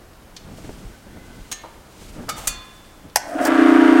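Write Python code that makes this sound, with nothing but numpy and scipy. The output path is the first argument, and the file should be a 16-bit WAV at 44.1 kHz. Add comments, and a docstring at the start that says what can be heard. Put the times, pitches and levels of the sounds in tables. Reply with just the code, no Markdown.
"""A power hammer's motor growls up to speed and settles into a heavy throbbing hum: each turn of the
shaft gives the housing one push, and the drive rattles and buzzes above it. The starter snaps shut to
set it going. Before that, someone shuffles about the quiet workshop and handles the steel tooling:
ticks, clinks and a ringing clank, each a short burst of vibration, some with ringing modes on top."""
import sys
import numpy as np
from scipy import signal
from scipy.fft import rfft, irfft, next_fast_len
from scipy.io import wavfile
from scipy.ndimage import map_coordinates

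SR = 44100
rng = np.random.default_rng(int(sys.argv[2]) if len(sys.argv) > 2 else 0)


def output_pcm(signal):
    """Save a mono or channel-first signal as 16-bit PCM at the path in sys.argv[1].

    Samples are clipped to [-1, 1] before scaling.
    """
    pcm = np.clip(np.atleast_2d(signal).T, -1, 1) * 32767
    wavfile.write(sys.argv[1], SR, np.round(pcm).astype(np.int16))


N = 176400

START_S, RUN_UP_S, SHAFT_HZ = 3.16, .33, 29.77
FIRST_PUSH_TURNS = .63
def shaft_turns():
    """Shaft angle in turns from the first push: it gains speed evenly, then holds it."""
    speed_hz = SHAFT_HZ * np.minimum(since(START_S) / RUN_UP_S, 1)
    return np.cumsum(speed_hz) / SR - FIRST_PUSH_TURNS


# Resonances of the housing (frequency [Hz], level [dB])
HOUSING_COLOUR = [(30, -64), (100, -49), (180, -29), (208, -30), (238, -15.5), (268, 4.5), (298, 4),
                  (327, 6), (357, -24.5), (387, -9.5), (417, -7), (446, -32), (506, -19.5), (540, -52),
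                  (591, -13), (625, -24.5), (670, -29), (714, -21), (770, -38), (8000, -99)]
# Hum fade-in (time [s], level [dB])
HUM_ENVELOPE = [(3.16, -47), (3.31, -42), (3.35, -26), (3.42, -25.5), (3.5, -16.5), (3.56, -17.5),
                (3.6, -11.5), (4, -11.5)]
def motor_hum(turns):
    """One push each turn, all nearly alike, rings the housing."""
    whole_turns = np.floor(turns)
    pushes = np.diff(whole_turns, prepend=whole_turns[0]) * amp(.5 * wobble(SHAFT_HZ))
    return body(pushes * np.sqrt(SR / SHAFT_HZ), HOUSING_COLOUR) * envelope(HUM_ENVELOPE)


# Body of the drive (frequency [Hz], level [dB])
DRIVE_COLOUR = [(200, -31), (420, -4), (640, -4.5), (830, -6), (1000, -7), (1250, -1.5), (1450, -1.5),
                (1700, -4), (1950, -10), (2400, -16), (3000, -17.5), (4200, -28), (7500, -35), (8400, -33),
                (9500, -38), (16000, -50.5)]
# Build of the rattle (time [s], level [dB])
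DRIVE_ENVELOPE = [(3.16, -68), (3.3, -48), (3.375, -38), (3.405, -31), (3.435, -31), (3.46, -25),
                  (3.56, -23), (4, -23)]
def drive_rattle(turns, loose_share=.5, swell_db=0.9, chatter_db=1.6, points_per_turn=1480):
    """The drive's roughness repeats every turn, partly loose, and swells four times a turn."""
    repeating = rng.standard_normal(points_per_turn)[(turns % 1 * points_per_turn).astype(int)]
    force = np.sqrt(1 - loose_share) * repeating + np.sqrt(loose_share) * rng.standard_normal(N)
    swell = np.cos(2 * np.pi * 4 * turns)
    force = unit(force * amp(swell_db * swell + chatter_db * wobble(500)))
    return body(force * envelope(DRIVE_ENVELOPE), DRIVE_COLOUR)


# Drive tones at full speed (frequency [Hz], level [dB])
BUZZ_TONES = [(625, -32), (714, -33), (955, -33.5), (1158, -47), (1280, -41), (1733, -51), (1811, -44),
              (2112, -48)]
def drive_buzz(turns, waver_rad=0.59):
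    """The drive's tones rise in pitch with the shaft and grow with the rattle."""
    tones = sum(amp(db) * np.sin(2 * np.pi * hz / SHAFT_HZ * turns + waver_rad * wobble(25))
                for hz, db in BUZZ_TONES)
    effort = envelope(DRIVE_ENVELOPE)
    speed_share = np.minimum(since(START_S) / RUN_UP_S, 1)
    return np.sqrt(2) * tones * effort / effort.max() * speed_share ** 2


# Growl resonances (frequency [Hz], width [Hz], level [dB])
GROWL_PEAKS = [(282, 51, -7), (585, 90, -8.5), (653, 40, -5), (717, 33, -4.5)]
# Growl and scuff envelopes (time [s], level [dB])
GROWL_ENVELOPE = [(3.16, -50), (3.24, -41), (3.29, -33), (3.36, -29.5), (3.42, -21.5), (3.48, -22),
                  (3.54, -28), (3.7, -42)]
SCUFF_ENVELOPE = [(3.17, -54), (3.28, -49.5), (3.4, -51.5), (3.418, -41.5), (3.44, -39), (3.452, -37),
                  (3.473, -36), (3.5, -58)]
# Light catches in the drive (time [s], level [dB], t60 [s])
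CATCH_HITS = [(3.451, -19.5, 0.029), (3.454, -26, 0.045), (3.4685, -24, 0.039)]
# Bright EQ of scuff and catches (frequency [Hz], level [dB])
SCUFF_COLOUR = [(1700, -16), (4000, -8), (5300, -1), (7000, -3), (8500, 0), (12000, -10), (16000, -13)]
CATCH_COLOUR = [(2000, -31), (3300, -15), (4600, -0.5), (8500, -1.5), (12000, -6), (15500, -4.5)]
# Ping of the last catch (frequency [Hz], level [dB], t60 [s])
CATCH_MODES = [(8500, 0, 0.072)]
def run_up():
    """The straining motor growls; something scuffs and catches twice as it nears full speed."""
    growl = resonant_noise(GROWL_PEAKS) * envelope(GROWL_ENVELOPE)
    scuff = noise(SCUFF_COLOUR) * envelope(SCUFF_ENVELOPE) * amp(1.7 * wobble(400))
    catches = contacts(CATCH_HITS, CATCH_COLOUR, attack_s=0.00028)
    return growl + scuff + catches + ring(CATCH_HITS[-1][0], CATCH_MODES, db=-30, waver_rad=.8)


# The snap and its bounces (time [s], level [dB], t60 [s])
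SNAP_HITS = [(3.1583, -5, 0.0044), (3.1595, 4.5, 0.0075), (3.1625, -13.5, 0.035), (3.1685, -14.5, 0.035)]
# Snap EQ (frequency [Hz], level [dB])
SNAP_COLOUR = [(120, -65), (300, -27), (560, -8), (830, 0.5), (1250, -11), (2090, 0.5), (2650, -12.5),
               (4040, -14.5), (4680, -4), (5730, -4), (7680, -9), (8350, 0), (8900, -11), (11700, -4),
               (16000, -29)]
# Ring of the starter box (frequency [Hz], level [dB], t60 [s])
BOX_MODES = [(716, 2.5, 0.2), (840, 3, 0.14), (1504, -5.5, 0.44), (2010, -7.5, 0.33)]
def starter():
    """The starter's contacts slam shut, bounce and ring their box."""
    snap = contacts(SNAP_HITS, SNAP_COLOUR, attack_s=0.00023, treble_life=0.53)
    return snap + ring(SNAP_HITS[0][0], BOX_MODES, db=-28.5, waver_rad=0.42)


# Seating clunk and final clank (time [s], level [dB], t60 [s])
CLUNK_HITS = [(2.2902, -17.5, 0.027), (2.294, -22, 0.09)]
CLANK_HITS = [(2.472, -9.5, 0.071)]
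# The slide between them (time [s], level [dB])
SLIDE_ENVELOPE = [(2.33, -77), (2.365, -43.5), (2.385, -33.5), (2.42, -42), (2.468, -40.5), (2.49, -66)]
# EQ of each move (frequency [Hz], level [dB])
CLUNK_COLOUR = [(120, -52), (200, -13), (836, -6), (986, -12.5), (1250, 2), (1680, -10), (2170, -9),
                (2650, -13.5), (6880, -8.5), (16000, -18)]
SLIDE_COLOUR = [(400, -16), (800, -3), (1500, -16), (3500, -13.5), (4500, -21.5), (7300, -13), (11000, -21),
                (15500, -24)]
CLANK_COLOUR = [(240, -50), (400, -16), (1140, -8), (1270, -3), (1530, -17), (1680, -9), (2320, -14.5),
                (3420, -11), (5270, -8.5), (7170, 1.5), (16000, -11.5)]
# Ring-out of the steel (frequency [Hz], level [dB], t60 [s])
CLUNK_MODES = [(1248, 6.5, 0.26), (2220, -2, 0.27), (2965, 1, 0.16), (3640, -5, .6), (4540, -3, 0.44),
               (5930, 2, .08)]
CLANK_MODES = [(1039, -4.5, 1.1), (1390, -1, 0.37), (1685, -5, 0.69), (2466, 6, 0.48), (2745, -1, 0.45),
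               (3504, 1.5, 0.35), (3505, -9, 1.6), (4312, 1, 0.45), (4559, 7, 0.18), (4560, -7, 0.8),
               (7135, 6, 0.18), (9053, -2, 0.16)]
def tool_on_die():
    """The tool is seated on the die, slides and drops home with a ringing clank."""
    clunk = contacts(CLUNK_HITS, CLUNK_COLOUR, attack_s=0.00081, treble_life=0.53)
    clunk += ring(CLUNK_HITS[0][0], CLUNK_MODES, db=-36.5, waver_rad=0.91)
    slide = noise(SLIDE_COLOUR) * envelope(SLIDE_ENVELOPE) * amp(1.3 * wobble(200))
    clank = contacts(CLANK_HITS, CLANK_COLOUR, attack_s=0.0016, treble_life=0.66)
    clank += ring(CLANK_HITS[0][0], CLANK_MODES, db=-38.5, waver_rad=0.34)
    return clunk + slide + clank


# Clink transients (time [s], level [dB], t60 [s])
CLINK_HITS = [(1.5148, -24, 0.046), (1.518, -25, 0.043), (1.525, -23.5, 0.051)]
# Clink EQ (frequency [Hz], level [dB])
CLINK_COLOUR = [(200, -8), (1000, -13.5), (1800, -9), (3500, -7), (4700, -9.5), (6300, -1), (7200, -6.5),
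                (9000, -5.5), (11000, -14.5), (16000, -13.5)]
# Ring of the part (frequency [Hz], level [dB], t60 [s])
CLINK_MODES = [(1785, -8, 0.44), (2770, -13, 0.28), (4040, -1, 0.14), (6300, 2, 0.14), (6570, 4, 0.11),
               (8400, -9, 0.092)]
def steel_clink():
    """A small steel part makes three quick contacts and rings from the second."""
    hits = contacts(CLINK_HITS, CLINK_COLOUR, attack_s=0.00025, treble_life=0.45)
    return hits + ring(CLINK_HITS[1][0], CLINK_MODES, db=-34.0, waver_rad=0.98)


# Handling hits, plus a thin click on the shoe tap at 0.644 s (time [s], level [dB], t60 [s])
TICK_HITS = [(.133, -44, .02), (.3645, -24, 0.01), (.366, -31, 0.052), (.644, -38, 0.012),
             (3.097, -44, 0.036)]
KNOCK_HITS = [(1.635, -34, 0.22), (2.283, -25.5, 0.073)]
# Thin tick EQ, dull knock EQ (frequency [Hz], level [dB])
TICK_COLOUR = [(590, -38), (1000, -24), (2030, -15), (4300, -4.5), (9000, -19), (16000, -34)]
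KNOCK_COLOUR = [(120, -64), (200, -10.5), (970, 3), (1360, -7), (2680, -20), (5200, -45), (8800, -120)]
def handling():
    """Steel parts tick and knock as they are picked up; one thin click sharpens a shoe tap."""
    ticks = contacts(TICK_HITS, TICK_COLOUR, attack_s=0.0012, treble_life=0.64)
    return ticks + contacts(KNOCK_HITS, KNOCK_COLOUR, attack_s=0.0014)


# Rub resonances (frequency [Hz], width [Hz], level [dB])
RUB_PEAKS = [(1517, 100, 3.5), (2037, 45, 3.5), (3260, 660, -11)]
# Strokes (time [s], length [s], level [dB])
RUB_STROKES = [(.94, 0.07, -57), (1.27, 0.44, -55.5)]
def steel_rub():
    """Steel rubs faintly on steel."""
    return resonant_noise(RUB_PEAKS) * swells(RUB_STROKES)


# Shuffling steps and low bumps (time [s], length [s], level [dB])
SHUFFLE_STEPS = [(.49, .11, -37), (.68, 0.22, -37.5), (.86, 0.15, -43.5), (1.13, 0.18, -41),
                 (1.32, 0.21, -44.5), (2.04, 0.13, -46), (2.2, 0.12, -33.5), (2.39, 0.41, -43),
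                 (3.06, 0.051, -40.5)]
BUMP_SWELLS = [(.79, 0.33, -43), (.875, 0.085, -44), (1.4, 0.064, -35), (2.08, 0.17, -42), (2.5, 0.17, -38)]
# Shoe taps (time [s], level [dB], t60 [s])
TAP_HITS = [(.017, -40, .03), (.497, -37, .05), (.584, -35.5, .06), (.645, -26, .035), (.692, -28, .045)]
# Cloth rustle (time [s], level [dB])
CLOTH_ENVELOPE = [(0, -74), (.3, -66.5), (.62, -51.5), (.8, -53), (1.1, -61), (1.35, -55), (1.5, -55),
                  (1.85, -60.5), (2.03, -48.5), (2.2, -53.5), (2.8, -55.5), (3.1, -64)]
# Foley EQ (frequency [Hz], level [dB])
SHUFFLE_COLOUR = [(40, 1), (170, 2.5), (260, 1), (380, -5.5), (520, -9), (750, -11.5), (1100, -20.5),
                  (1500, -17.5), (3000, -35), (8000, -53)]
TAP_COLOUR = [(60, -14), (290, 0), (480, -3), (750, -8), (1200, -22), (2200, -22), (8000, -46)]
CLOTH_COLOUR = [(1180, -27), (2000, 4.5), (3120, 5.5), (3370, 3.5), (8330, 1.5), (16000, -14)]
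def movement(scrape_db=2.2):
    """Shoes scrape unevenly and tap the floor, clothes rustle, and soft bumps sound underneath."""
    shuffle = unit(noise(SHUFFLE_COLOUR) * amp(scrape_db * wobble(70))) * swells(SHUFFLE_STEPS)
    cloth = noise(CLOTH_COLOUR) * envelope(CLOTH_ENVELOPE) * amp(1.1 * wobble(64))
    rumble = noise([(10, -40), (30, 2.5), (70, -15.5), (130, -17), (400, -43), (2000, -110)])
    taps = contacts(TAP_HITS, TAP_COLOUR, attack_s=0.00061)
    return shuffle + cloth + rumble * swells(BUMP_SWELLS) + taps


# Reverb decay (frequency [Hz], t60 [s])
WORKSHOP_DECAY = [(200, 1), (2000, 1), (5000, 0.42), (9000, 0.19), (14000, 0.14)]
def workshop_reverb(send, predelay_samples=300):
    """The hall's diffuse tail, shorter in the treble."""
    hz, t, spectrum = signal.stft(rng.standard_normal(SR), SR, nperseg=256)
    decay = amp(-60 * t / along(WORKSHOP_DECAY, hz)[:, None])
    tail = signal.istft(spectrum * decay, SR, nperseg=256)[1]
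    return signal.fftconvolve(send, np.pad(tail, (predelay_samples, 0)) / np.linalg.norm(tail))[:N]


# Room tone EQ (frequency [Hz], level [dB])
ROOM_COLOUR = [(12, -30), (20, 3.5), (146, -7), (301, -8), (500, -11.5), (1330, -16.5), (2020, -22),
               (3440, -26), (16000, -34)]
def room_tone(db=-46):
    """A steady, dark bed of workshop air."""
    return amp(db) * noise(ROOM_COLOUR)


def contacts(hits, colour, attack_s, treble_life=1, split_hz=9000):
    """Each contact is a burst of dense vibration; treble_life scales its t60 above split_hz."""
    def bursts(life):
        return sum(amp(db - 60 * since(s) / (t60 * life)) * (1 - np.exp(-since(s) / attack_s))
                   for s, db, t60 in hits)
    force = rng.standard_normal(N)
    low = filtered(force, lambda hz: 1 / (1 + (hz / split_hz) ** 4))
    return body(low * bursts(0.97) + (force - low) * bursts(treble_life), colour)


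def ring(start_s, modes, db, waver_rad):
    """Decaying modes struck together, each a little unsteady in phase."""
    t = since(start_s)
    tones = sum(amp(mode_db - 60 * t / t60) * np.sin(2 * np.pi * hz * t + waver_rad * wobble(60))
                for hz, mode_db, t60 in modes)
    return amp(db) * tones * (1 - np.exp(-t / 0.00084))


def body(x, colour, size=16384):
    """x through a causal resonator of the given colour and unit energy."""
    cepstrum = irfft(np.log(amp(along(colour, np.fft.rfftfreq(size, 1 / SR)))))
    cepstrum[1:size // 2] *= 2  # fold to minimum phase
    cepstrum[size // 2 + 1:] = 0
    impulse = irfft(np.exp(rfft(cepstrum)))
    return signal.fftconvolve(x, impulse / np.linalg.norm(impulse))[:N]


def noise(colour):
    """Coloured noise of rms 1."""
    return unit(filtered(rng.standard_normal(N), lambda hz: amp(along(colour, hz))))


def resonant_noise(peaks):
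    """Noise of rms 1 through resonant peaks."""
    gain = lambda f: sum(amp(db) / (1 + ((f - hz) / (width / 2)) ** 2) for hz, width, db in peaks)
    return unit(filtered(rng.standard_normal(N), gain))


def filtered(x, response):
    """x through a gain that depends on frequency."""
    size = next_fast_len(N + SR // 2)
    return irfft(rfft(x, size) * response(np.fft.rfftfreq(size, 1 / SR)), size)[:N]


def envelope(points):
    """Gain per sample through the points, silent outside them."""
    s, db = np.transpose(points)
    return amp(np.interp(np.arange(N) / SR, s, db, left=-120, right=-120))


def swells(rows):
    """Gain of bell-shaped swells, each centred on its time."""
    t = np.arange(N) / SR
    return sum(amp(db) * np.exp(-((t - s) / (length / 2)) ** 2) for s, length, db in rows)


def wobble(rate):
    """A smooth random curve, rate knots a second."""
    return map_coordinates(rng.standard_normal(int(N * rate / SR) + 4), [np.arange(N) * rate / SR])


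def along(points, hz):
    """A curve read on a log frequency axis."""
    knots_hz, values = np.transpose(points)
    return np.interp(np.log(hz + 1), np.log(knots_hz + 1), values)


def since(s):
    """Seconds since s, zero before it."""
    return np.maximum(np.arange(N) / SR - s, 0)


def amp(db):
    """Decibels to gain."""
    return 10 ** (np.asarray(db) / 20)


def unit(x):
    """Scale to rms 1."""
    return x / np.sqrt(np.mean(x ** 2) + 1e-20)


def scene():
    """Tools, starter and drive feed the reverb; hum, movement and room tone stay dry."""
    turns = shaft_turns()
    tools = handling() + steel_clink() + tool_on_die() + steel_rub()
    snap = starter()
    drive = drive_rattle(turns) + drive_buzz(turns) + run_up()
    hall = workshop_reverb(amp(-10.5) * tools + amp(-16.5) * snap + amp(-17.5) * drive)
    return (motor_hum(turns) + drive + snap + tools + movement() + hall + room_tone())[None]


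def record(dry, top_hz=16000):
    """Peaks are soft-clipped at full scale and everything above top_hz is cut."""
    rounded = dry[0] / (1 + np.abs(dry[0]) ** 8) ** (1 / 8)
    return filtered(rounded, lambda hz: hz < top_hz)[None]


dry = scene()
out = record(dry)
output_pcm(out)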